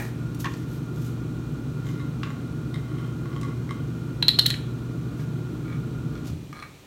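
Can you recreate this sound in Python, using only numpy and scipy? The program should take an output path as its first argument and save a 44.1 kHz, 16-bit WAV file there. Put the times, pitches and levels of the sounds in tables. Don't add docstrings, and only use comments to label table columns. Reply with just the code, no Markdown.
import sys
import numpy as np
from scipy import signal
from scipy.fft import rfft, irfft
from scipy.io import wavfile

SR = 44100
rng = np.random.default_rng(int(sys.argv[2]) if len(sys.argv) > 2 else 0)


def materialize(psi):
    bounded = np.clip(np.atleast_2d(psi).T, -1, 1)
    quanta = np.round(bounded * 32767).astype(np.int16)
    wavfile.write(sys.argv[1], SR, quanta)


N = 302526
TIME_S = np.arange(N) / SR


def from_db(db):
    return 10 ** (np.asarray(db) / 20)


def rms_one(x):
    return x / np.sqrt(np.mean(x ** 2) + 1e-20)


def at_hz(points, hz):
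    freqs, values = np.transpose(points)
    return np.interp(np.log(np.maximum(hz, 1)), np.log(freqs), values)


def noise(spectrum):
    hz = np.fft.rfftfreq(N, 1 / SR)
    low_cut = np.minimum(hz / spectrum[0][0], 1) ** 4
    colour = from_db(at_hz(spectrum, hz)) * low_cut
    return rms_one(irfft(rfft(rng.standard_normal(N)) * colour, N))


def drift(rate_hz):
    knots = rng.standard_normal(int(N / SR * rate_hz * 2) + 2)
    return rms_one(np.interp(TIME_S * rate_hz * 2, np.arange(len(knots)), knots))


def soften(x, hz):
    return signal.sosfilt(signal.butter(1, np.clip(hz, 50, .45 * SR), fs=SR, output="sos"), x)


def add(out, start_s, sound):
    i = round(start_s * SR)
    sound = sound[max(-i, 0):N - i]
    out[max(i, 0):max(i, 0) + len(sound)] += sound


def strike(modes, ratio, bright_hz, crack, crack_hz, crack_s, scatter_db=4.0):
    t = np.arange(SR // 4) / SR
    hz, level_db, t60 = np.transpose(modes)[:, :, None]
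    signs = (-1) ** np.arange(len(hz))[:, None]
    gains = signs * from_db(level_db + scatter_db * rng.standard_normal(hz.shape))
    decays = from_db(-60 * t / t60)
    rings = np.sum(gains * decays * np.sin(2 * np.pi * hz * ratio * t), axis=0)
    burst = rng.standard_normal(len(t)) * np.exp(-t / crack_s)
    top_hz = min(crack_hz + bright_hz, SR / 2 - 1000)
    burst = signal.sosfilt(signal.butter(2, [crack_hz, top_hz], "band", fs=SR, output="sos"), burst)
    sound = soften(rings, bright_hz) + crack * burst
    return sound / np.abs(sound).max()


def swell(length_s):
    return np.sin(np.linspace(0, np.pi, max(int(length_s * SR), 8)))


SHAFT_HZ, MAINS_HZ = 27.85, 60.08
CUT_S = 6.3
RUMBLE_DB = -33.5
COAST_S, LET_GO_DB, RUN_DOWN_DB_PER_S = 0.8, 2.0, 34
# (multiple of the shaft rate [ratio], level [dB])
SHAFT_ORDERS = [(2, -51.5), (3, -54), (5, -47.5), (6, -42), (7, -58), (8, -46.5), (9, -49.5), (10, -59.5),
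                (11, -55), (12, -53.5), (13, -54), (14, -71), (15, -64.5), (16, -55.5), (17, -64)]
# (multiple of mains [ratio], plus multiple of shaft rate [ratio], level [dB])
HUM = [(2, 0, -34.5), (2, 1, -39.5), (4, 0, -48)]
# (frequency [Hz], relative density [dB per Hz])
RUMBLE_COLOUR = [(35, -33), (48, -24), (60, -7.5), (105, -11.5), (145, 1.5), (200, -13), (300, -7),
                 (400, -17.5), (540, -26), (800, -32.5), (1200, -34), (1750, -53), (3000, -47.5),
                 (8000, -67)]
# (frequency [Hz], width [Hz], level [dB])
PANELS = [(1200, 200, -57.5), (1408.6, 30, -53)]


def washer(waver_db=1.5, hum_waver_db=0.96, slip_rad=0.41, hum_fade_s=0.09, panel_fade_s=0.023):
    since_cut = np.maximum(TIME_S - CUT_S, 0)
    speed = np.exp(-since_cut / COAST_S)
    drive = np.exp(-since_cut / panel_fade_s)
    hum_fade = np.exp(-since_cut / hum_fade_s)
    shake = from_db(-LET_GO_DB * (1 - drive) - RUN_DOWN_DB_PER_S * since_cut)
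    angle = 2 * np.pi * SHAFT_HZ * np.cumsum(speed) / SR
    out = from_db(RUMBLE_DB) * shake * noise(RUMBLE_COLOUR)
    for order, db in SHAFT_ORDERS:
        tone = np.sin(order * angle + rng.uniform(0, 2 * np.pi) + slip_rad * drift(3))
        out += np.sqrt(2) * from_db(db + waver_db * drift(4.4)) * shake * tone
    for mains, order, db in HUM:
        phase = 2 * np.pi * mains * MAINS_HZ * TIME_S + order * angle
        tone = np.sin(phase + rng.uniform(0, 2 * np.pi))
        out += np.sqrt(2) * from_db(db + hum_waver_db * drift(3)) * hum_fade * tone
    for hz, width_hz, db in PANELS:
        ring = signal.lfilter(*signal.iirpeak(hz, hz / width_hz, fs=SR), rng.standard_normal(N))
        out += from_db(db) * drive * rms_one(ring)
    return out


AIR_DB, WHINE_HZ, WHINE_DB = -52, 2430, -67
# (frequency [Hz], relative density [dB per Hz])
AIR_COLOUR = [(40, -13), (120, 3.5), (400, 4.5), (800, -4), (1600, -8), (2600, -7), (4200, -7.5),
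              (4900, -14), (5800, -11), (8000, -14), (11500, -18), (16000, -20)]


def still_room():
    whine = np.sqrt(2) * np.sin(2 * np.pi * WHINE_HZ * TIME_S)
    return from_db(AIR_DB) * noise(AIR_COLOUR) + from_db(WHINE_DB) * whine


# (frequency [Hz], relative density [dB per Hz])
DRAG_COLOUR = [(550, -10), (800, -0.5), (1100, -13), (1500, -10), (1850, -2), (2200, -10), (2400, -4),
               (2700, -18.5), (6000, -23), (16000, -25)]


def drag(db=-35, fade_s=0.034, grain_db=3):
    return from_db(db + grain_db * drift(115)) * np.exp(-TIME_S / fade_s) * noise(DRAG_COLOUR)


# (time [s], length [s], level at mid-stroke [dB], brightness [Hz])
SWISHES = [(-.06, .17, -51, 9000), (.386, 0.052, -43.5, 14000), (.42, 0.26, -57, 6000),
           (0.666, .14, -54, 15000), (.92, 0.24, -55, 12000), (1.824, 0.15, -56, 4000),
           (5.165, 0.087, -55, 5000), (6.238, 0.079, -48, 4000)]
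# (frequency [Hz], relative density [dB per Hz])
CLOTH_COLOUR = [(500, -10.5), (1500, -12), (3000, -6), (6500, -3), (9000, -8.5), (12500, -1), (16000, -7)]


def clothes(grain_db=2.5):
    out = np.zeros(N)
    hiss = noise(CLOTH_COLOUR) * from_db(grain_db * drift(120))
    for start_s, length_s, db, bright_hz in SWISHES:
        push = np.zeros(N)
        add(push, start_s, swell(length_s))
        out += from_db(db) * push * rms_one(soften(hiss, bright_hz))
    return out


# (from time [s], pitch [ratio])
GRIPS = [(0, .87), (1.1, 1.0), (4.8, 1.09)]


def grip_ratio(s):
    return [ratio for start_s, ratio in GRIPS if start_s <= s][-1]


# (frequency at grip ratio 1 [Hz], relative level [dB], t60 [s])
BAR_MODES = [(1122, -1.5, 0.052), (1290, -13, 0.059), (1493, -4, 0.014), (2080, -1.5, 0.03),
             (2260, -9.5, 0.0083), (3130, -7.5, 0.024), (3804, -4, 0.017), (5270, -3.5, 0.0089),
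             (7050, -12, 0.013), (8650, -8, .008), (11500, -5, 0.0046)]
# (time [s], peak level [dB], contact brightness [Hz], dry crack strength [ratio])
KNOCKS = [(.3467, -36, 14000, 5), (.4443, -21, 3500, 3), (.456, -23, 3000, 3), (.4612, -30, 1500, 2.7),
          (.5384, -35.5, 5000, 8), (2.232, -21, 2190, 4.3), (2.3118, -36, 1500, .4),
          (2.759, -32, 2500, .75), (3.2572, -32, 1200, .8), (3.3627, -31, 3500, 0.96),
          (3.4125, -33.5, 6900, 3.8), (3.4317, -29.5, 6500, 1.5), (3.692, -31.5, 900, .4),
          (3.7085, -24, 3500, .5), (6.5285, -29.5, 3000, .65), (6.5996, -32, 2200, .4),
          (6.6244, -27.5, 900, 1.5)]
# (time [s], length [s], level [dB], contact brightness [Hz])
TURNS = [(1.828, 0.091, -52, 12000), (1.926, 0.15, -52.5, 1500), (2.228, 0.13, -49, 2000),
         (2.712, .075, -48, 3000), (2.811, .37, -54, 600), (3.249, .29, -49, 1200),
         (5.169, 0.071, -55, 5000), (5.636, .14, -50.5, 3000), (6.109, 0.08, -54, 4006),
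         (6.512, 0.17, -47, 2999)]


def bar(ticks_per_s=200):
    out = np.zeros(N)
    for start_s, db, bright_hz, crack in KNOCKS:
        knock = strike(BAR_MODES, grip_ratio(start_s), bright_hz, crack, crack_hz=1380, crack_s=0.0044)
        add(out, start_s, from_db(db) * knock)
    for start_s, length_s, db, bright_hz in TURNS:
        push = swell(length_s)
        ticks = rng.random(len(push)) < ticks_per_s / SR
        slips = push * ticks * rng.standard_normal(len(push))
        tick = strike(BAR_MODES, grip_ratio(start_s), bright_hz, crack=0.65, crack_hz=1100, crack_s=0.00091)
        rasp = signal.fftconvolve(slips, tick)
        add(out, start_s, from_db(db) * rasp / np.sqrt(np.sum(rasp ** 2) / len(push) + 1e-20))
    return out


LIFT_S = .447
# (frequency [Hz], relative level [dB], t60 [s])
FLOOR_MODES = [(1077, -3.5, 0.078), (1230, -9, .02), (1583, -6, 0.019), (1960, -8, .03), (2090, -13.5, .03),
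               (2350, -7, 0.012), (2680, -11, .012)]


def lift(db=-24.5, period_s=.0058, count=5, growth_db=0.4, jitter_s=0.00034):
    out = np.zeros(N)
    for k in range(count):
        skip = strike(FLOOR_MODES, 1, 3000, crack=0.26, crack_hz=1200, crack_s=0.0018)
        skip_s = LIFT_S + k * period_s + rng.normal(0, jitter_s)
        add(out, skip_s, from_db(db + k * growth_db) * skip)
    return out


NUT_CRACK, CRACK_GROWTH = 0.21, 1.0
LOBE_DB, LOBE_BRIGHT_HZ = -3.5, 2500
REBOUND_S, REBOUND_DB = .0035, -9.5
# (frequency before the nut's pitch ratio [Hz], relative level [dB], t60 [s])
NUT_MODES = [(1910, -22.5, 0.012), (2920, -13, 0.0075), (3150, -15, .02), (3390, -12, 0.015),
             (3813, -7, 0.026), (4000, -2, 0.023), (4260, -1, 0.025), (5460, -21, 0.0063),
             (6580, -28, 0.0077), (9040, -18.5, 0.021), (11470, -13, 0.012), (12700, -15, 0.0099),
             (14010, -15, .007), (15400, -19, .007)]
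# (time [s], peak level [dB], contact brightness [Hz], second lobe delay [s])
BOUNCES = [(4.2265, -8.5, 2020, -.0012), (4.2825, -1, 11000, 0.0068), (4.3928, -1, 11000, -.0042),
           (4.4632, -5, 14000, -.004), (4.5026, -12.5, 7500, .0063), (4.5405, -22, 1200, .003)]


def dropped_nut(ratio=0.986, floor_hz=930, floor_db=-26, floor_t60=0.021):
    out = np.zeros(N)
    for start_s, db, bright_hz, lobe_s in BOUNCES:
        crack = NUT_CRACK * from_db(-CRACK_GROWTH * db)
        touches = [(0, 0, bright_hz), (REBOUND_S, REBOUND_DB, bright_hz), (lobe_s, LOBE_DB, LOBE_BRIGHT_HZ)]
        for delay_s, touch_db, touch_hz in touches:
            slap = strike(NUT_MODES, ratio, touch_hz, crack, crack_hz=1670, crack_s=0.0019)
            add(out, start_s + delay_s, from_db(db + touch_db) * slap)
    floor_mode = [(floor_hz, 0, floor_t60)]
    thud = strike(floor_mode, 1, 1000, crack=0.74, crack_hz=590, crack_s=0.00092)
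    add(out, BOUNCES[0][0], from_db(floor_db) * thud)
    return out


def shudder(hz=86, db=-30.0206, rise_s=0.024):
    age = np.maximum(TIME_S - CUT_S, 0)
    envelope = age / rise_s * np.exp(1 - age / rise_s)
    return from_db(db) * envelope * np.sin(2 * np.pi * hz * age)


# (frequency [Hz], t60 [s])
ROOM_T60 = [(500, 0.33), (2200, 0.46), (3100, 0.52), (4100, 0.26), (9000, 0.4), (16000, 0.16)]


def room(x, build_up_s=0.0054):
    t = np.arange(SR * 3 // 5) / SR
    edges = np.geomspace(300, 18000, 17)
    tail = np.zeros(len(t))
    for low, high in zip(edges, edges[1:]):
        band_filter = signal.butter(2, [low, high], "band", fs=SR, output="sos")
        band = signal.sosfilt(band_filter, rng.standard_normal(len(t)))
        tail += band * np.exp(-np.log(1000) * t / at_hz(ROOM_T60, np.sqrt(low * high)))
    tail *= np.clip(t / build_up_s, 0, 1)
    return signal.fftconvolve(x, tail / np.sqrt(np.sum(tail ** 2)))[:N]


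def scene(bar_wet_db=-6, nut_wet_db=-10, lift_wet_db=-11):
    handling = bar() + drag() + clothes()
    nut, chatter = dropped_nut(), lift()
    to_room = from_db(bar_wet_db) * handling + from_db(nut_wet_db) * nut + from_db(lift_wet_db) * chatter
    background = washer() + shudder() + still_room()
    return (background + handling + nut + chatter + room(to_room))[None]


PORT_NOTCH_HZ, PORT_NOTCH_Q, PORT_NOTCH_DEPTH = 10300, 8, 0.42
CUTOFF_HZ = 16100


def record(dry):
    port = signal.lfilter(*signal.iirpeak(PORT_NOTCH_HZ, PORT_NOTCH_Q, fs=SR), dry)
    heard = np.clip(dry - PORT_NOTCH_DEPTH * port, -1, 1)
    return signal.sosfilt(signal.ellip(12, .1, 80, CUTOFF_HZ, fs=SR, output="sos"), heard)


dry = scene()
out = record(dry)
materialize(out)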